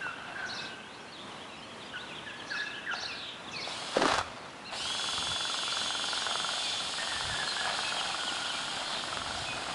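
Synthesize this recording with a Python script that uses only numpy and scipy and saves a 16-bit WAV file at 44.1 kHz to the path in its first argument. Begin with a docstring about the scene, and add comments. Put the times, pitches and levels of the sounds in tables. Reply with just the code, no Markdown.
"""On the bank of a pond, a cordless drill is heard driving a small rowing boat by a propeller shaft.
A short first pull lifts the propeller and throws spray. Then the gears whine at multiples of the motor
speed and the shaft strikes the hull once a turn, fading as the boat draws past. Songbirds whistle and
chatter in the trees, which scatter the sound back, over a soft outdoor hiss and puffs of wind."""
import sys
import numpy as np
from scipy import signal
from scipy.fft import rfft, irfft, next_fast_len
from scipy.io import wavfile
from scipy.ndimage import uniform_filter1d, map_coordinates

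SR = 44100
rng = np.random.default_rng(int(sys.argv[2]) if len(sys.argv) > 2 else 0)


def master_out(mix):
    """Clip the mix to full scale and print it as 16-bit PCM to the path in sys.argv[1]."""
    frames = np.transpose(np.atleast_2d(mix))
    ceiling = np.clip(frames, -1, 1)
    pcm = np.round(ceiling * 32767).astype(np.int16)
    wavfile.write(sys.argv[1], SR, pcm)


N = 429534
T = np.arange(N) / SR
AWAY_S = 7.55  # the stern turns away: drill hiss and knocking fade from here


# Pulls of the trigger: start_s, stop_s, hiss_db, whine_gain_db
PULLS = [(3.628, 4.18, -52, -14.5), (4.7, 10, -47.5, -5)]
def drill(start, stop, hiss_db, whine_gain_db, hiss_boost_db=10, fade_db_per_s=2.5):
    """Amplitude modulation: the load makes whine and hiss throb once every six motor turns."""
    share, turns = motor_speed(start)
    turns = turns + .008 * walk(30)  # the load shakes the speed
    load = 1 + .071 * np.sin(2 * np.pi * turns / 6)
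    whine = gear_whine(share, turns) * undb(whine_gain_db)
    hiss = brush_hiss() * undb(hiss_db + hiss_boost_db + .63 * walk(18) - fade_db_per_s * since(AWAY_S))
    return gate(start, stop, attack_s=.019, release_s=.042) * load * (hiss * share + whine)

# The drill at full speed: time_s, motor_hz, order_12_db, order_13_db
RUNNING = [(5.3, 264.3, -42.5, -34.5), (6, 265.8, -39.5, -36.5), (6.62, 268.8, -39, -38),
           (6.7, 267.8, -39, -35.5), (6.9, 265.4, -43.5, -43), (7.25, 268.6, -43, -43),
           (7.9, 269.3, -40, -46.5), (9.08, 268.5, -43.5, -48), (9.6, 266.7, -49, -46.5)]
def motor_speed(start, spin_up_s=.05, drag_s=.2):
    """Exponential run-up, slowed by water drag; gives the share of full speed and the turns made."""
    share = (1 - np.exp(-since(start) / spin_up_s)) * (1 - .06 * np.exp(-since(start) / drag_s))
    return share, np.cumsum(share * curve(RUNNING)) / SR

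# Weaker motor tones: order, relative_db
MOTOR_ORDERS = [(11, -9), (16, -20), (24, -12), (25, -9), (30, -22), (37, -22)]
def gear_whine(share, turns, gear_gain_db=1, motor_gain_db=-3.5, waver_db=1.1):
    """Rotational harmonics: gears and motor sound at whole multiples (orders) of the motor speed."""
    full_hz = curve(RUNNING)

    def tone(order):
        """One order, swept through the case's resonances as the speed rises."""
        case_db = housing(order * full_hz * share) - housing(order * full_hz)
        level = undb(case_db + waver_db * walk(25))
        rasp = 1 + .21 * walk(140)  # the teeth mesh unevenly
        return level * rasp * np.sqrt(2) * np.sin(2 * np.pi * order * turns)

    lower, upper = undb(curve(RUNNING, column=2)), undb(curve(RUNNING, column=3))
    gears = (tone(12) * lower + tone(13) * upper) * share ** 4
    motor = sum(undb(db) * tone(order) for order, db in MOTOR_ORDERS) * np.hypot(lower, upper)
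    return undb(gear_gain_db) * gears + undb(motor_gain_db) * motor * share ** 2

# Spectrum radiated by the drill's case: frequency_hz, relative_db
CASE_SPECTRUM = [(300, -25), (700, 0), (1400, -1.5), (2050, -6.5), (2550, -1), (2850, 5), (3250, 2),
                 (4000, 5), (5200, 1), (5900, -9), (7300, -4), (8700, -5.5), (9400, -9), (10700, -10.5),
                 (11500, -33)]
def brush_hiss(repeat_share=.19):
    """Comb filtering: brushes and teeth scrape partly alike each turn, adding faint tones to the hiss."""
    scrape, full_hz = rng.standard_normal(N), curve(RUNNING)
    combed = sum(repeat_share ** k * map_coordinates(scrape, [(T - k / full_hz) * SR], mode="mirror")
                 for k in range(4))
    return colour(combed, CASE_SPECTRUM)

def housing(hz):
    """Frequency response: how strongly the case radiates a pitch, in dB."""
    pitches, db = np.transpose(CASE_SPECTRUM)
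    return np.interp(np.log(hz + 1), np.log(pitches), db)

# Modes of the hull: pitch_hz, t60_s, relative_db
HULL_MODES = [(855, 0.016, -7), (1093, 0.012, 2), (1360, 0.024, -1.5), (1435, 0.024, 2.5)]
def hull_knock(lag, bounce, detune=.036, taps_per_s=700, rattle_db=-16, rebound_s=.0035):
    """Modal ringing: a blow, its rebound and the loose shaft's rattle excite the hull's damped modes."""
    t = T[:SR // 12]
    ring = np.zeros(len(t))
    for hz, t60, db in HULL_MODES:
        level = undb(db + rng.standard_normal())
        pitch_hz = hz * (1 + detune * rng.standard_normal())
        ring += level * fade(t, t60) * np.sin(2 * np.pi * pitch_hz * t)
    taps = (rng.random(len(t)) < taps_per_s / SR) * rng.standard_normal(len(t))
    contact = undb(rattle_db) * fade(t, t60=.085) * taps
    contact[0] += 1
    contact[int(rebound_s * (1 + np.tanh(lag) / 2) * SR)] += .41 * (1 + np.tanh(bounce) / 2)
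    return signal.fftconvolve(contact, ring)

# The shaft runs freer or presses harder on the stern: start_s, length_s, change_db
LEANS = [(6.1, 0.43, 2.5), (6.519, 0.54, -7), (7, 0.45, -2), (8.15, 0.97, -2), (9.076, 0.13, 2.5)]
def shaft(knock_db=-32, fade_db_per_s=2.1, gear_ratio=12, strike_phase=.27):
    """Periodic impact: in the long pull the geared-down shaft strikes the hull once a turn."""
    share, turns = motor_speed(PULLS[-1][0])
    blows = np.flatnonzero(np.diff(np.floor(turns / gear_ratio - strike_phase)))
    lean_db = sum(db * swell(start, length) for start, length, db in LEANS)
    force_db = knock_db - fade_db_per_s * since(AWAY_S) + lean_db
    out = np.zeros(N)
    for i in blows:
        scatter_db, lag, bounce = rng.standard_normal(3)
        add(out, i / SR, share[i] ** 8 * undb(force_db[i] + scatter_db) * hull_knock(lag, bounce))
    # the blunt contact rounds the top, and the small hull radiates little bass
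    return signal.sosfilt(signal.butter(2, [500, 1900], "band", fs=SR, output="sos"), out)

# Spectrum of churned water: frequency_hz, relative_db
WASH_SPECTRUM = [(200, -12.5), (480, -13.5), (700, 6), (1000, -1.5), (1500, -1.5), (2000, -6.5),
                 (4000, -9.5), (10000, -57)]
# Water stirred by blade and propeller: start_s, length_s, level_db
CHURNS = [(0, 0.76, -48.5), (2.85, 0.24, -48.5), (4.69, 0.095, -39.5), (6.15, 0.26, -48), (7.6, 0.18, -37),
          (7.75, 0.48, -41)]
def wash(full_db=-42, build_db=22.5, gather_s=1.2):
    """Shot noise: countless small splashes merge into a wash that builds as the boat gathers way."""
    start = PULLS[-1][0]
    way = undb(full_db - build_db * np.exp(-since(start) / gather_s)) * (T > start)
    splashes = colour(drops(per_s=3000, spread_db=2.1), WASH_SPECTRUM)
    return splashes * np.hypot(way, swells(CHURNS)) * undb(2 * walk(30))

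# Spectrum of spray: frequency_hz, relative_db
SPRAY_SPECTRUM = [(250, -27), (650, -1), (1000, -5), (1400, -3), (2000, -12.5), (4500, -15), (11000, -37.5)]
# The propeller breaks the surface: start_s, length_s, level_db
SPRAYS = [(3.65, 0.29, -45), (3.939, 0.264, -30.5)]
def spray(patter_db=-15):
    """Drop impact noise: the propeller throws bursts of water, which patter back ever more faintly."""
    level = np.zeros(N)
    for start, length, db in SPRAYS:
        stop = start + length
        thrown = gate(start, stop, attack_s=.029, release_s=.025)
        patter = (T > stop) * undb(patter_db) * fade(since(stop), t60=2.7)
        level += undb(db) * np.maximum(thrown, patter)
    return colour(drops(per_s=3500, spread_db=1.6), SPRAY_SPECTRUM) * level * undb(2.7 * walk(90))

def gulp_and_bow_wave(gulp_s=3.955, gulp_db=-33.5, hold_s=.094, bow_db=-48.5, rise_db_per_s=4):
    """Air entrainment: the propeller gulps once; the same low rush grows at the bow as the boat nears."""
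    spectrum = [(80, -17), (180, -2), (280, 5.5), (430, -2), (700, -9), (2000, -55)]
    rush = colour(drops(per_s=500, spread_db=3.3), spectrum)
    gulp = undb(gulp_db) * np.minimum(since(gulp_s) / .029, 1) * fade(since(gulp_s + hold_s), t60=.37)
    bow = undb(bow_db - rise_db_per_s * np.maximum(10.6 - T, 0))
    return rush * (gulp + bow)

# Water slaps on blade and hull, and last one loud knock of the shaft:
# start_s, level_db, pitch_hz, crack_relative_db
SLAPS_AND_KNOCK = [(0.066, -25, 940, -16), (2.939, -24, 895, -18), (3.035, -29, 716, -18),
                   (3.675, -24.5, 734, -19), (3.969, -10.5, 520, -17), (4.013, -19, 757, -8),
                   (4.029, -24, 330, -14), (4.055, -14, 1150, -5.5), (4.08, -18.5, 1250, -2),
                   (4.139, -21, 860, 2), (4.184, -19, 786, 1), (4.212, -20, 1310, -11),
                   (7.674, -24, 970, -18), (9.172, -20, 1310, -7)]
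def slaps_and_knock(ring_cycles=13, glide_per_s=4):
    """Damped resonance: each impact cracks and rings at a rising pitch; in a slap, an air cavity rings."""
    out, t = np.zeros(N), T[:SR // 16]
    for start, db, hz, crack_db in SLAPS_AND_KNOCK:
        ring = np.sin(2 * np.pi * hz * t * (1 + glide_per_s * t)) * fade(t, ring_cycles / hz)
        crack = signal.lfilter([.5], [1, -.7], rng.standard_normal(len(t))) * fade(t, t60=.006)
        add(out, start, undb(db) * (ring + undb(crack_db) * crack))
    return signal.sosfilt(signal.butter(2, 220, "high", fs=SR, output="sos"), out)

def bird_note(length, pitches, rough, swing_hz=0, trill_hz=132.5, rasp_hz=520, overtone_db=-24):
    """Frequency modulation: a glide through three pitches rasps with flutter and buzzes with a trill."""
    u = np.linspace(0, 1, int(length * SR))
    glide = np.polyval(np.polyfit([0, .5, 1], pitches, 2), u)
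    trill = swing_hz * np.sin(2 * np.pi * trill_hz * length * u)
    flutter = unit(uniform_filter1d(rng.standard_normal(len(u)), size=50))
    phase = 2 * np.pi * np.cumsum(glide + trill + rough * rasp_hz * flutter) / SR
    tremble_db = 3 * np.interp(u * length * 110, np.arange(120), rng.standard_normal(120))
    envelope = np.abs(np.sin(np.pi * u)) ** .28 * undb(tremble_db)
    return np.sqrt(2) * envelope * (np.sin(phase) + undb(overtone_db) * np.sin(2 * phase))

# Low falling whistles: start_s, length_s, start_hz, end_hz, level_db
WHISTLES = [(0.01, 0.11, 1650, 1335, -37), (0.348, .13, 1610, 1505, -36.5),
            (1.937, 0.041, 1635, 1430, -36.5), (2.261, 0.062, 1770, 1632, -44.5),
            (2.505, 0.056, 1768, 1412, -37), (2.552, 0.079, 1714, 1683, -34.5),
            (2.863, 0.081, 1920, 1344, -32), (6.98, 0.061, 1890, 1790, -40), (7.1, 0.098, 1830, 1774, -43),
            (7.301, 0.067, 1760, 1644, -40), (7.384, .07, 1792, 1652, -38), (7.579, .11, 1720, 1650, -40),
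            (8.099, 0.42, 1480, 1427, -47)]
# Quick downward slurs: start_s, length_s, middle_hz, level_db
DOWNSLURS = [(1.12, .04, 4150, -50.5), (1.162, .018, 3400, -51), (1.301, 0.027, 3050, -51),
             (1.519, 0.055, 2600, -54), (1.802, 0.04, 3700, -50.5), (1.858, 0.02, 3580, -54),
             (1.957, 0.026, 2940, -42), (2.074, 0.056, 2650, -46.5), (2.152, 0.044, 3400, -46.5),
             (2.271, 0.045, 2850, -44.5), (2.395, 0.033, 3090, -47), (2.7, .03, 3700, -49),
             (2.913, 0.031, 2780, -39.5), (3.072, 0.074, 2590, -44), (3.468, 0.029, 3650, -43.5),
             (3.528, 0.083, 2430, -42.5), (5.6, .13, 2480, -48), (6.6, 0.1, 2480, -47),
             (7.675, 0.029, 3100, -47), (7.973, 0.045, 3040, -37), (8.082, .06, 2480, -46),
             (8.191, 0.03, 3250, -42), (8.269, 0.036, 3100, -36.5)]
# Quick upward slurs: start_s, length_s, middle_hz, level_db
UPSLURS = [(1.888, .022, 3350, -49), (1.984, .045, 3630, -46), (2.73, 0.031, 3020, -42.5),
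           (8.349, 0.054, 2680, -47), (8.44, 0.0302, 3110, -40), (8.608, 0.055, 2950, -48)]
# Chirps that rise and fall: start_s, length_s, top_hz, level_db
ARCHES = [(1.188, 0.043, 3600, -50), (1.406, 0.044, 3370, -54), (1.61, 0.052, 3180, -52.5),
          (2.756, 0.041, 3090, -45), (3.113, 0.036, 5160, -49), (4.647, .055, 4230, -48),
          (4.651, .055, 2830, -47), (7.719, 0.041, 4100, -43), (8.471, .055, 3080, -42)]
# Nearly level peeps: start_s, length_s, pitch_hz, level_db
PEEPS = [(0, 0.101, 2715, -46), (0.546, 0.12, 2596, -51), (0.699, 0.058, 2850, -51),
         (2.541, 0.044, 2570, -43), (2.65, 0.064, 2644, -44), (7.47, 0.062, 4150, -37),
         (7.83, 0.108, 2570, -42), (8.509, 0.096, 2380, -47), (9.462, 0.087, 2520, -40)]
def bird_calls(typical_db=-38, echo_db=-4, leaves_db_per_octave=3):
    """Direct-to-reverberant ratio: fainter calls come from deeper in the trees and carry more echo."""
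    notes = [(start, length, (high, high + .66 * (low - high), low), db)
             for start, length, high, low, db in WHISTLES]
    # pitch ratios at the start, middle and end of each kind of note
    for rows, contour in [(DOWNSLURS, (1.113, 1, .887)), (UPSLURS, (.887, 1, 1.113)),
                          (ARCHES, (.8665, 1, .8665)), (PEEPS, (1.0344, 1, 1))]:
        notes += [(start, length, hz * np.array(contour), db) for start, length, hz, db in rows]
    direct, scattered = np.zeros((2, N))
    for start, length, pitches, db in notes:
        call = undb(db) * bird_note(length, pitches, rough=.13)
        depth_db = .4057 * (typical_db - db)
        absorbed_db = leaves_db_per_octave * np.log2(pitches[1] / 2000)  # leaves return less treble
        add(direct, start, call)
        add(scattered, start, call * undb(echo_db + depth_db - absorbed_db))
    return direct + trees(scattered, t60=1.95, build_s=.0097)

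# Falling buzzy calls: start_s, length_s, start_hz, middle_hz, end_hz, level_db
BUZZES = [(3.136, 0.21, 4330, 3600, 3395, -45), (8.887, 0.11, 4180, 3820, 3360, -41.5)]
# Notes of one phrase: offset_s, length_s, start_hz, middle_hz, end_hz, relative_db, added_roughness
PHRASE_NOTES = [(-.025, .04, 5880, 5700, 5220, -8, 0.77), (.002, .052, 3220, 4640, 3660, 1.5, .1),
                (0.053, .042, 5310, 5450, 5450, -4, 0.44), (.076, 0.026, 3760, 4100, 4770, 0, 0.12),
                (0.098, .026, 3400, 3850, 4500, 3, 0), (.127, .038, 5530, 5480, 5300, -10, .45),
                (.167, .026, 3350, 3740, 4300, -1.5, 0.07)]
# Repeats of the phrase: start_s, level_db
PHRASE_REPEATS = [(0.483, -44.5), (2.488, -44), (2.943, -43), (3.538, -43.5), (5.7, -44), (6.07, -43),
                  (6.62, -43), (7.73, -49), (8.84, -49), (9.3, -48)]
def bird_chatter(echo_db=-2.5, detune=.0302):
    """Modulation sidebands roughen two buzzes and a chattering phrase, never sung twice alike."""
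    out = np.zeros(N)
    for start, length, *pitches, db in BUZZES:
        add(out, start, undb(db) * bird_note(length, pitches, rough=.384, swing_hz=378))
    for start, db in PHRASE_REPEATS:
        for offset, length, *pitches, note_db, rough in PHRASE_NOTES:
            sung_hz = np.array(pitches) * (1 + detune * rng.standard_normal(3))
            add(out, start + offset, undb(db + note_db) * bird_note(length, sung_hz, .21 + rough))
    return out + trees(out, t60=.34, build_s=.0057) * undb(echo_db)

def distant_birds(level_db=-58, centre_hz=3350, sweep=.1297, count=300):
    """Reverberation blurs the short rising, falling and arched notes of farther birds into a twitter."""
    out = np.zeros(N)
    for k, (when, pitch, onset, ending, loud, slow) in enumerate(rng.standard_normal((count, 6))):
        hz = centre_hz * np.exp(.16 * pitch)
        pitches = hz * np.exp(sweep * np.array([onset - .5, 0, ending - .5]))
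        length = .04 * np.exp(np.tanh(slow) / 2)
        slur = bird_note(length, pitches, rough=.12)
        add(out, (k + when / 2) * T[-1] / count, undb(level_db + 2 * loud) * slur * centre_hz / hz)
    out *= 1 - swell(start=4.21, length=.97) / 2  # they quieten after the splash
    return out + trees(out, t60=.3, build_s=.014) / 2

def trees(x, t60, build_s):
    """Diffuse scattering: the wooded banks return an echo that builds, then decays exponentially."""
    t = T[:SR]
    tail = rng.standard_normal(SR) * fade(t, t60) * (1 - np.exp(-t / build_s))
    return signal.fftconvolve(x, tail / np.linalg.norm(tail))[:N]

# Spectrum of the distant hiss: frequency_hz, relative_db
AIR_SPECTRUM = [(20, -42), (70, -11), (155, -5.5), (220, -3.5), (461, -6.5), (1150, -5.5), (1450, -11),
                (2060, -11.5), (2940, -14), (4520, -21), (10700, -30)]
# Puffs of wind: start_s, length_s, level_db
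GUSTS = [(2.98, .15, -61), (4.08, 0.26, -48.5), (4.78, 0.17, -54.5), (5.05, 0.4, -55), (7.05, 0.37, -49),
         (8.9, 0.88, -51.5)]
def outdoors(air_db=-46):
    """Broadband noise: a steady distant hiss, and the low turbulence of wind on the microphone."""
    air = colour(rng.standard_normal(N), AIR_SPECTRUM) * undb(air_db + 1.14 * walk(6.1))
    wind_spectrum = [(20, -28), (50, -7), (85, .5), (140, -8), (300, -22), (1000, -62)]
    wind = colour(rng.standard_normal(N), wind_spectrum)
    return air + wind * swells(GUSTS) * undb(4.7 * walk(24))

def undb(db):
    """Decibels to amplitude gain."""
    return 10 ** (np.asarray(db) / 20)

def curve(rows, column=1):
    """Linear interpolation of a table column in time."""
    rows = np.array(rows, float)
    return np.interp(T, rows[:, 0], rows[:, column])

def unit(x):
    """Normalisation to rms 1."""
    return x / np.sqrt(np.mean(x ** 2))

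def colour(x, points):
    """Spectral shaping by (frequency_hz, relative_db) points, to rms 1."""
    hz, db = np.transpose(points)
    size = next_fast_len(N)
    f = np.maximum(np.fft.rfftfreq(size, 1 / SR), 1)
    gain = undb(np.interp(np.log(f), np.log(hz), db))
    return unit(irfft(rfft(x, size) * gain, size)[:N])

def walk(hz):
    """Random modulation with hz new values a second, spread near 1."""
    knots = rng.standard_normal(int(T[-1] * hz) + 2)
    return np.interp(T * hz, np.arange(len(knots)), knots)

def drops(per_s, spread_db):
    """A Poisson train of impulses of very unequal size."""
    impulses = (rng.random(N) < per_s / SR) * rng.standard_normal(N)
    return impulses * undb(spread_db * np.minimum(rng.exponential(size=N), 4))

def add(out, start, x):
    """Superposition of a short sound at a given time."""
    i = max(int(start * SR), 0)
    out[i:i + len(x)] += x[:max(N - i, 0)]

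def fade(t, t60):
    """Exponential decay, 60 dB in t60 seconds."""
    return np.exp(-np.log(1000) * t / t60)

def swell(start, length):
    """Half-sine envelope, 0 to 1 and back."""
    return np.sin(np.pi * np.clip((T - start) / length, 0, 1))

def swells(rows):
    """Summed gain of (start_s, length_s, level_db) swells."""
    return sum(undb(db) * swell(start, length) for start, length, db in rows)

def gate(start, stop, attack_s, release_s):
    """Trapezoidal envelope: attack, hold until the stop, release."""
    return np.clip((T - start) / attack_s, 0, 1) * np.clip(1 - (T - stop) / release_s, 0, 1)

def since(start):
    """Seconds elapsed since a moment; zero before it."""
    return np.maximum(T - start, 0)

def scene(boat_echo_db=-13):
    """Superposition of the boat, its echo from the banks, the birds and the air."""
    boat = sum(drill(*pull) for pull in PULLS) + shaft()
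    boat += wash() + spray() + gulp_and_bow_wave() + slaps_and_knock()
    echo = undb(boat_echo_db) * trees(boat, t60=.34, build_s=.023)
    return (boat + echo + bird_calls() + bird_chatter() + distant_birds() + outdoors())[None]

def record(dry):
    """Band limiting: a steep low-pass filter cuts the treble above 11 kHz."""
    return signal.sosfiltfilt(signal.ellip(10, .1, 60, 11000, fs=SR, output="sos"), dry)


dry = scene()
out = record(dry)
master_out(out)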